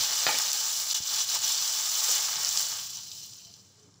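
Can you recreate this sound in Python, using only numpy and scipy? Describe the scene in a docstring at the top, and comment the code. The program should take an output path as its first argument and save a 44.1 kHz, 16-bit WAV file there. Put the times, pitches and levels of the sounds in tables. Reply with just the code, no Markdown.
"""A bright, dense sizzle: hot oil poured over chopped seasonings in a glass bowl on a stone counter.
Thousands of tiny steam bursts ring the bowl over a lower bubbling, surge with the pour and die away
when it ends, leaving the sparser ticks of the soaked seasonings. Pockets of steam gurgle and larger
drops pop. Something knocks once, the counter takes a soft bump, and the kitchen rumbles faintly."""
import sys
import numpy as np
from scipy import signal
from scipy.fft import rfft, irfft
from scipy.io import wavfile
from scipy.ndimage import uniform_filter1d

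SR = 44100
rng = np.random.default_rng(int(sys.argv[2]) if len(sys.argv) > 2 else 0)


def transcribe(signal):
    """Save signal, clipped to [-1, 1], as a 16-bit WAV file at the path in sys.argv[1]."""
    frames = np.atleast_2d(signal).T
    limited = np.clip(frames, -1, 1)
    pcm = np.round(limited * 32767).astype(np.int16)
    wavfile.write(sys.argv[1], SR, pcm)


N = 176400
T = np.arange(N) / SR

# colour of the room rumble: f/Hz, level/dB
RUMBLE_COLOUR = [(20, -35), (40, -23), (65, -18), (100, 3.5), (140, -2), (190, -2.5), (240, -13),
                 (420, -14), (600, -20), (1200, -21.5), (2500, -39), (15000, -57)]
# colour of the steam bursts: f/Hz, level/dB
STEAM_COLOUR = [(200, -40.5), (800, -21.5), (2200, -19), (2700, -14), (3000, -11.5), (4000, -6.5),
                (5000, -2), (6000, -2), (7500, -2.5), (8500, -15), (10500, -18), (13500, -23.5),
                (14700, -8), (15500, -10)]
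# resonances of the glass bowl: f/Hz, width/Hz, lift/dB
BOWL_RESONANCES = [(500, 45, 3), (875, 90, 6), (1010, 70, -3), (1120, 55, 6), (1245, 40, 6), (1580, 40, 5),
                   (2050, 420, -5), (2934, 45, 9), (3036, 40, 8), (3167, 40, 6), (3245, 60, -6),
                   (3322, 32, 7), (3436, 32, 8), (3564, 32, 6), (3823, 40, 5), (3960, 60, -3),
                   (4130, 130, 4), (5249, 30, 3), (5509, 30, 3), (5980, 220, 5), (6550, 300, -4),
                   (6970, 40, 3), (7209, 35, 4)]


def amp(db):
    """Decibels to gain."""
    return 10 ** (np.asarray(db) / 20)


def unit(x):
    """Scales to rms 1."""
    return x / np.sqrt(np.mean(x ** 2) + 1e-20)


def read(points, hz):
    """Reads a curve on a log-frequency axis."""
    f, value = np.transpose(points)
    return np.interp(np.log(hz + 1), np.log(f + 1), value)


def level(points):
    """A level curve as a gain for every sample."""
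    return amp(np.interp(T, *np.transpose(points)))


def add(mix, s, sound):
    """Mixes a sound in at time s."""
    part = mix[round(s * SR):][:len(sound)]
    part += sound[:len(part)]


def wander(hz):
    """Slow random motion of rms 1, up to about hz."""
    f = np.fft.rfftfreq(N, 1 / SR)
    return unit(irfft(rfft(rng.standard_normal(N)) * f / (f + 2) / (1 + (f / hz) ** 2), N))


def coloured(x, colour, resonances=(), size=8192):
    """Plays x through a minimum-phase filter of unit energy, built from a colour and resonances."""
    hz = abs(np.fft.fftfreq(size, 1 / SR))
    peaks_db = sum(lift / (1 + (2 * (hz - f) / width) ** 2) for f, width, lift in resonances)
    log_gain = np.log(amp(read(colour, hz) + peaks_db))
    ring = np.fft.ifft(np.exp(np.conj(signal.hilbert(log_gain)))).real[:size // 2]
    return signal.oaconvolve(x, ring / np.linalg.norm(ring))[:N]


def above(x, edge_hz):
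    """The part of x above a steep edge."""
    hz = np.fft.rfftfreq(N, 1 / SR)
    return irfft(rfft(x) / (1 + (edge_hz / (hz + 1)) ** 10), N)


def bursts(per_s, spread_db, largest):
    """Random clicks, mostly small; the biggest stand spread_db * largest dB above the smallest."""
    sizes = amp(spread_db * np.minimum(rng.exponential(1, N), largest))
    return unit(sizes * rng.choice([-1, 1], N) * (rng.random(N) < per_s / SR))


def spurts(per_s, decay_s):
    """Random surges of rms 1 that start at once and die away."""
    starts = rng.random(N) * (rng.random(N) < per_s / SR)
    surge = np.sqrt(signal.lfilter([1], [1, -np.exp(-1 / (decay_s * SR))], starts) + 1e-12)
    return unit(surge - surge.mean())


def tones(rows, waver, waver_hz):
    """Short wavering tones that swell and fade."""
    out = np.zeros(N)
    for s, length, hz, db in rows:
        pitch = hz * (1 + waver * wander(waver_hz))
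        tone = np.sin(2 * np.pi * np.cumsum(pitch) / SR)
        swell = np.hanning(int(length * SR))
        add(out, s, amp(db) * swell * unit(tone)[:len(swell)])
    return out


def patchy(x, depth_db, size=512, bins=9, frames=4):
    """Patches of the spectrum come and go, hundreds of Hz wide and tens of ms long."""
    spectra = signal.stft(x, nperseg=size)[2]
    patches = uniform_filter1d(rng.standard_normal(spectra.shape), bins, axis=0)
    patches = uniform_filter1d(patches, frames, axis=1)
    return signal.istft(spectra * amp(depth_db * unit(patches)), nperseg=size)[1][:N]


def kitchen(x, wet_db, predelay_s=0.003, size=256):
    """Direct sound plus dense reflections that die band by band."""
    # reverb time of the room: f/Hz, t60/s
    reverb_time = [(100, 0.15), (800, 0.28), (4000, 0.32), (15000, 0.21)]
    hz, t, spectra = signal.stft(rng.standard_normal(SR // 2), SR, nperseg=size)
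    decay = np.exp(-np.log(1000) * t / read(reverb_time, hz)[:, None])
    tail = signal.istft(spectra * decay * (t > predelay_s), SR, nperseg=size)[1]
    return x + amp(wet_db) * signal.oaconvolve(x, tail / np.linalg.norm(tail))[:N]


def noise_floor(level_db=-85):
    """A very faint, dark bed of noise, different in each channel."""
    return amp(level_db) * np.array([coloured(rng.standard_normal(N), RUMBLE_COLOUR) for _ in range(2)])


def rumble(waver_db=1.5):
    """The low, gently uneven room tone of the kitchen."""
    # rise and fall of the rumble: t/s, level/dB
    envelope = [(0, -45.5), (0.06, -65), (0.55, -68.5), (1.15, -65.5), (1.6, -67.5), (2.05, -73),
                (2.4, -62), (3.2, -63), (4, -62)]
    waver = amp(waver_db * wander(hz=14))
    return level(envelope) * unit(coloured(rng.standard_normal(N), RUMBLE_COLOUR) * waver)


def hollow_tones():
    """Faint hollow tones in the background near the end."""
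    # the tones: t/s, length/s, f/Hz, level/dB
    notes = [(3.43, 0.11, 690, -66.5), (3.73, 0.21, 421, -65), (3.835, 0.092, 288, -64)]
    return tones(notes, waver=0.035, waver_hz=40)


def bump(at_s=1.004, push_db=-20.5):
    """One soft push on the counter gives a low thud."""
    # colour of the thud: f/Hz, level/dB
    colour = [(25, -18), (80, 4), (160, 0), (400, -12), (800, -15), (3000, -50)]
    push = np.zeros(N)
    add(push, at_s, amp([push_db]))
    return coloured(push, colour)


def knock(blow_gain_db=4, ring_rise_s=0.0037):
    """A dull knock with a low thump, a short rattle and a hollow ring that swells."""
    # the knock and its rattle: t/s, blow level/dB, ring level/dB
    hits = [(0.2666, -2.5, -12), (0.2682, -6, -14), (0.2694, -9, -30), (0.2885, -21, 0), (0.3435, -14, -16)]
    # colour of the blows: f/Hz, level/dB
    colour = [(45, -36), (115, -4), (300, 1.5), (550, 6), (900, -1.5), (1700, 6.5), (2400, 4), (3300, -0.5),
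              (4800, 6), (6200, -24), (14000, -41)]
    # modes of the ring: f/Hz, level/dB, t60/s
    modes = [(286, -44, 0.11), (503, -38.5, 0.2), (842, -24, 0.1), (877, -21, 0.07), (1235, -31, 0.15),
             (2290, -31, 0.24), (2912, -37, 0.14)]
    blows, rings, t = np.zeros(N), np.zeros(N), T[:SR // 3]
    ring = sum(amp(db - 60 * t / t60) * np.sin(2 * np.pi * hz * t) for hz, db, t60 in modes)
    ring *= 1 - np.exp(-t / ring_rise_s)
    for s, blow_db, ring_db in hits:
        add(blows, s, amp([blow_db + blow_gain_db]))
        add(rings, s, amp(ring_db) * ring)
    return kitchen(coloured(blows, colour), wet_db=0) + rings


def frying(clump_db=0.9):
    """The soaked seasonings tick in shifting clusters, sparser and lower, heard as the sizzle fades."""
    # strength of the frying: t/s, level/dB
    envelope = [(0, -53), (2.6, -43.5), (3.1, -50.5), (3.13, -48.5), (3.22, -45), (3.3, -53.5),
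                (3.44, -51.5), (3.56, -57), (3.63, -65.5), (3.85, -69), (4, -80)]
    # colour of the ticks: f/Hz, level/dB
    colour = [(500, -22.5), (2300, -17.5), (2700, -9.5), (3100, -7), (3350, -16), (4000, -1), (5300, 2),
              (6200, 0.5), (7400, -10), (8300, -28), (15000, -45)]
    # sharp resonances of the few spots still frying: f/Hz, width/Hz, lift/dB
    spots = [(690, 30, 10), (870, 40, 9), (2859, 40, 6), (3090, 130, 12), (3235, 70, -10), (3736, 50, 6),
             (4058, 55, 9), (4150, 45, 9), (4850, 70, 6), (5060, 50, 4), (5230, 70, 6), (5530, 50, 5),
             (5800, 70, 5), (6000, 80, 9), (6130, 60, 5), (6600, 250, -8), (6900, 70, 7), (7100, 60, 4)]
    ticks = bursts(per_s=1200, spread_db=0, largest=4.1)
    ticks *= amp(clump_db * spurts(per_s=90, decay_s=0.0032))
    return coloured(unit(patchy(ticks, depth_db=2.5)) * level(envelope), colour, spots)


def gurgles():
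    """Pockets of steam escape through the oil, each with an unsteady pitch."""
    # steam pockets: t/s, length/s, f/Hz, level/dB
    pockets = [(1.11, 0.039, 1138, -44), (1.335, 0.05, 884, -40), (2.08, 0.031, 555, -44.5),
               (2.955, 0.055, 900, -59)]
    return tones(pockets, waver=0.16, waver_hz=305)


def bubbling(gain_db=-1.5, clump_db=1.3):
    """Larger bubbles churn under the stream and ring the hollow of the bowl."""
    # bubbling where the oil lands: t/s, level/dB
    envelope = [(0,-39.5), (0.25,-42), (0.4,-38.5), (0.53,-44.5), (0.84,-47), (0.96,-50), (1.04,-55),
                (1.13,-42), (1.19,-45), (1.27,-51), (1.36,-38.5), (1.395,-53), (1.43,-45.5), (1.91,-45.5),
                (2.04,-42.5), (2.09,-39), (2.21,-42.5), (2.48,-43), (2.52,-48), (2.56,-43.5), (2.79,-48.5),
                (2.87,-59), (2.98,-60), (3.07,-72), (4.0,-74)]
    # colour of the bubbles: f/Hz, level/dB
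    colour = [(100, -22), (300, -18), (500, -7.5), (850, 0), (1400, 0.5), (2200, 3.5), (3200, -8),
              (6000, -18), (12000, -42)]
    bubbles = bursts(per_s=1800, spread_db=1.5, largest=2.8)
    churn = unit(bubbles * amp(clump_db * spurts(per_s=77, decay_s=0.0034)))
    return amp(gain_db) * coloured(churn * level(envelope), colour, BOWL_RESONANCES)


def pops(size=1024):
    """Each larger drop bursts with a short spit of steam in a band of its own."""
    # bursting drops: t/s, peak level/dB, low edge/Hz, high edge/Hz, decay/s
    drops = [(0.2472, -19, 1500, 6000, .0012), (0.3858, -18, 9000, 15000, .0025),
             (0.3862, -14, 1200, 5000, .0025), (0.5168, -16, 3000, 15000, .0015),
             (0.5312, -10, 2500, 15000, .0008), (0.7996, -17, 5000, 15000, .0006),
             (0.911, -17, 3500, 7000, .002), (1.3522, -17, 5000, 15000, .001),
             (1.3903, -18, 4800, 15000, .0012), (1.4792, -14, 3000, 9000, .001),
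             (2.1043, -14, 6000, 9000, .003), (2.159, -15, 5500, 9000, .0025),
             (2.3305, -17, 4500, 8000, .001), (2.357, -19, 2000, 9000, .0015),
             (2.4478, -10, 4300, 9000, .001), (2.4706, -16, 4000, 6500, .0007),
             (2.4899, -13, 4800, 9000, .0012), (2.573, -14, 3500, 9000, .003),
             (2.595, -15, 3500, 9000, .0015), (2.6285, -16, 4500, 9000, .001),
             (2.9708, -27, 3000, 8000, .001), (3.1162, -28, 2500, 6000, .0025),
             (3.3338, -35, 3000, 7000, .002), (3.5392, -35, 3000, 6500, .0015),
             (3.941, -49.5, 3500, 7000, .0012)]
    out = np.zeros(N)
    for s, db, low_hz, high_hz, decay_s in drops:
        spit = rng.choice([-1, 1], size) * np.exp(-T[:size] / decay_s)
        spit = coloured(spit, STEAM_COLOUR, BOWL_RESONANCES)[:size]
        spit = signal.sosfilt(signal.butter(3, [low_hz, high_hz], "band", fs=SR, output="sos"), spit)
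        add(out, s, amp(db) * spit / abs(spit).max())
    return out


def fizz(spacing_hz=1500, flicker_db=2.13, flicker_hz=45):
    """Tiny bubbles burst in overlapping bands, each band flickering on its own."""
    hz, out = np.fft.rfftfreq(N, 1 / SR), np.zeros(N)
    for centre in np.arange(0, 18000, spacing_hz):
        band = np.cos(np.pi / 2 * np.clip((hz - centre) / spacing_hz, -1, 1))
        bubbles = bursts(per_s=2000, spread_db=2, largest=4.8) * amp(flicker_db * wander(flicker_hz))
        out += irfft(rfft(bubbles) * band, N)
    return unit(out)


def sizzle(gain_db=-1, fizz_db=2, clump_db=0.97, cool_from_s=3.43, cool_db_per_s=26):
    """Steam bursts out of the hot oil in spurts of broad crackle and fine fizz that ring the bowl."""
    # strength of the sizzle: t/s, level/dB
    envelope = [(0.0,-23.5), (0.03,-26.5), (0.33,-27), (0.6,-27.5), (0.68,-29.5), (0.78,-27.5), (0.88,-32),
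                (0.91,-28), (0.972,-25.5), (1.0,-38), (1.025,-36.5), (1.05,-32.5), (1.11,-28), (1.2,-26.5),
                (1.235,-29.5), (1.258,-36.5), (1.29,-28), (1.35,-26.5), (1.4,-33.5), (1.44,-26), (1.49,-25),
                (1.54,-28), (1.83,-28), (2.06,-26.5), (2.11,-24.5), (2.22,-27.5), (2.36,-31.5), (2.47,-29),
                (2.52,-29), (2.6,-27.5), (2.66,-31), (2.88,-37), (3.1,-45), (3.19,-43.5), (3.5,-55.5),
                (3.65,-59), (3.85,-62), (4.0,-65.5)]
    # tilt towards the treble: t/s, tilt/dB
    brightness = [(0, -1), (0.3, 0), (0.6, 0), (0.85, 4), (0.93, -1), (1.5, -1), (2.04, 2.5), (2.11, 2.5),
                  (2.36, -0.5), (2.6, 2), (3.08, -1), (3.16, 5), (3.35, 2.5)]
    crackle = bursts(per_s=6000, spread_db=3, largest=3.9)
    steam = crackle + amp(fizz_db) * fizz()
    steam = unit(steam * amp(clump_db * spurts(per_s=370, decay_s=0.0047)))
    treble = above(steam, edge_hz=5900)
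    tilt = np.sqrt(level(brightness))
    steam = treble * tilt + (steam - treble) / tilt
    # the oil cools once the pour ends, and its finest fizz goes first
    finest = above(steam, edge_hz=11000)
    cooling = amp(-cool_db_per_s * np.maximum(T - cool_from_s, 0))
    steam = steam - finest + finest * cooling
    return amp(gain_db) * coloured(steam * level(envelope), STEAM_COLOUR, BOWL_RESONANCES)


def dips():
    """A gain that ducks briefly, twice."""
    # dips in level: t/s, half width/s, gain/dB
    notches = [(0.527, 0.0063, -4), (0.9393, 0.0039, -20.5)]
    return amp(sum(db * np.exp(-((T - s) / width) ** 2) for s, width, db in notches))


def scene():
    """The bowl close by in a small hard room, nearly the same in both ears."""
    oil = sizzle() + frying() + bubbling() + gurgles() + pops()
    oil_in_room = kitchen(oil, wet_db=-12) * dips()
    return oil_in_room + knock() + bump() + rumble() + hollow_tones() + noise_floor()


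def record(dry):
    """A steep low-pass takes off the very top of the treble."""
    lowpass = signal.firwin(511, cutoff=15650, window=("kaiser", 9), fs=SR)
    return signal.oaconvolve(dry, lowpass[None], "same")


dry = scene()
out = record(dry)
transcribe(out)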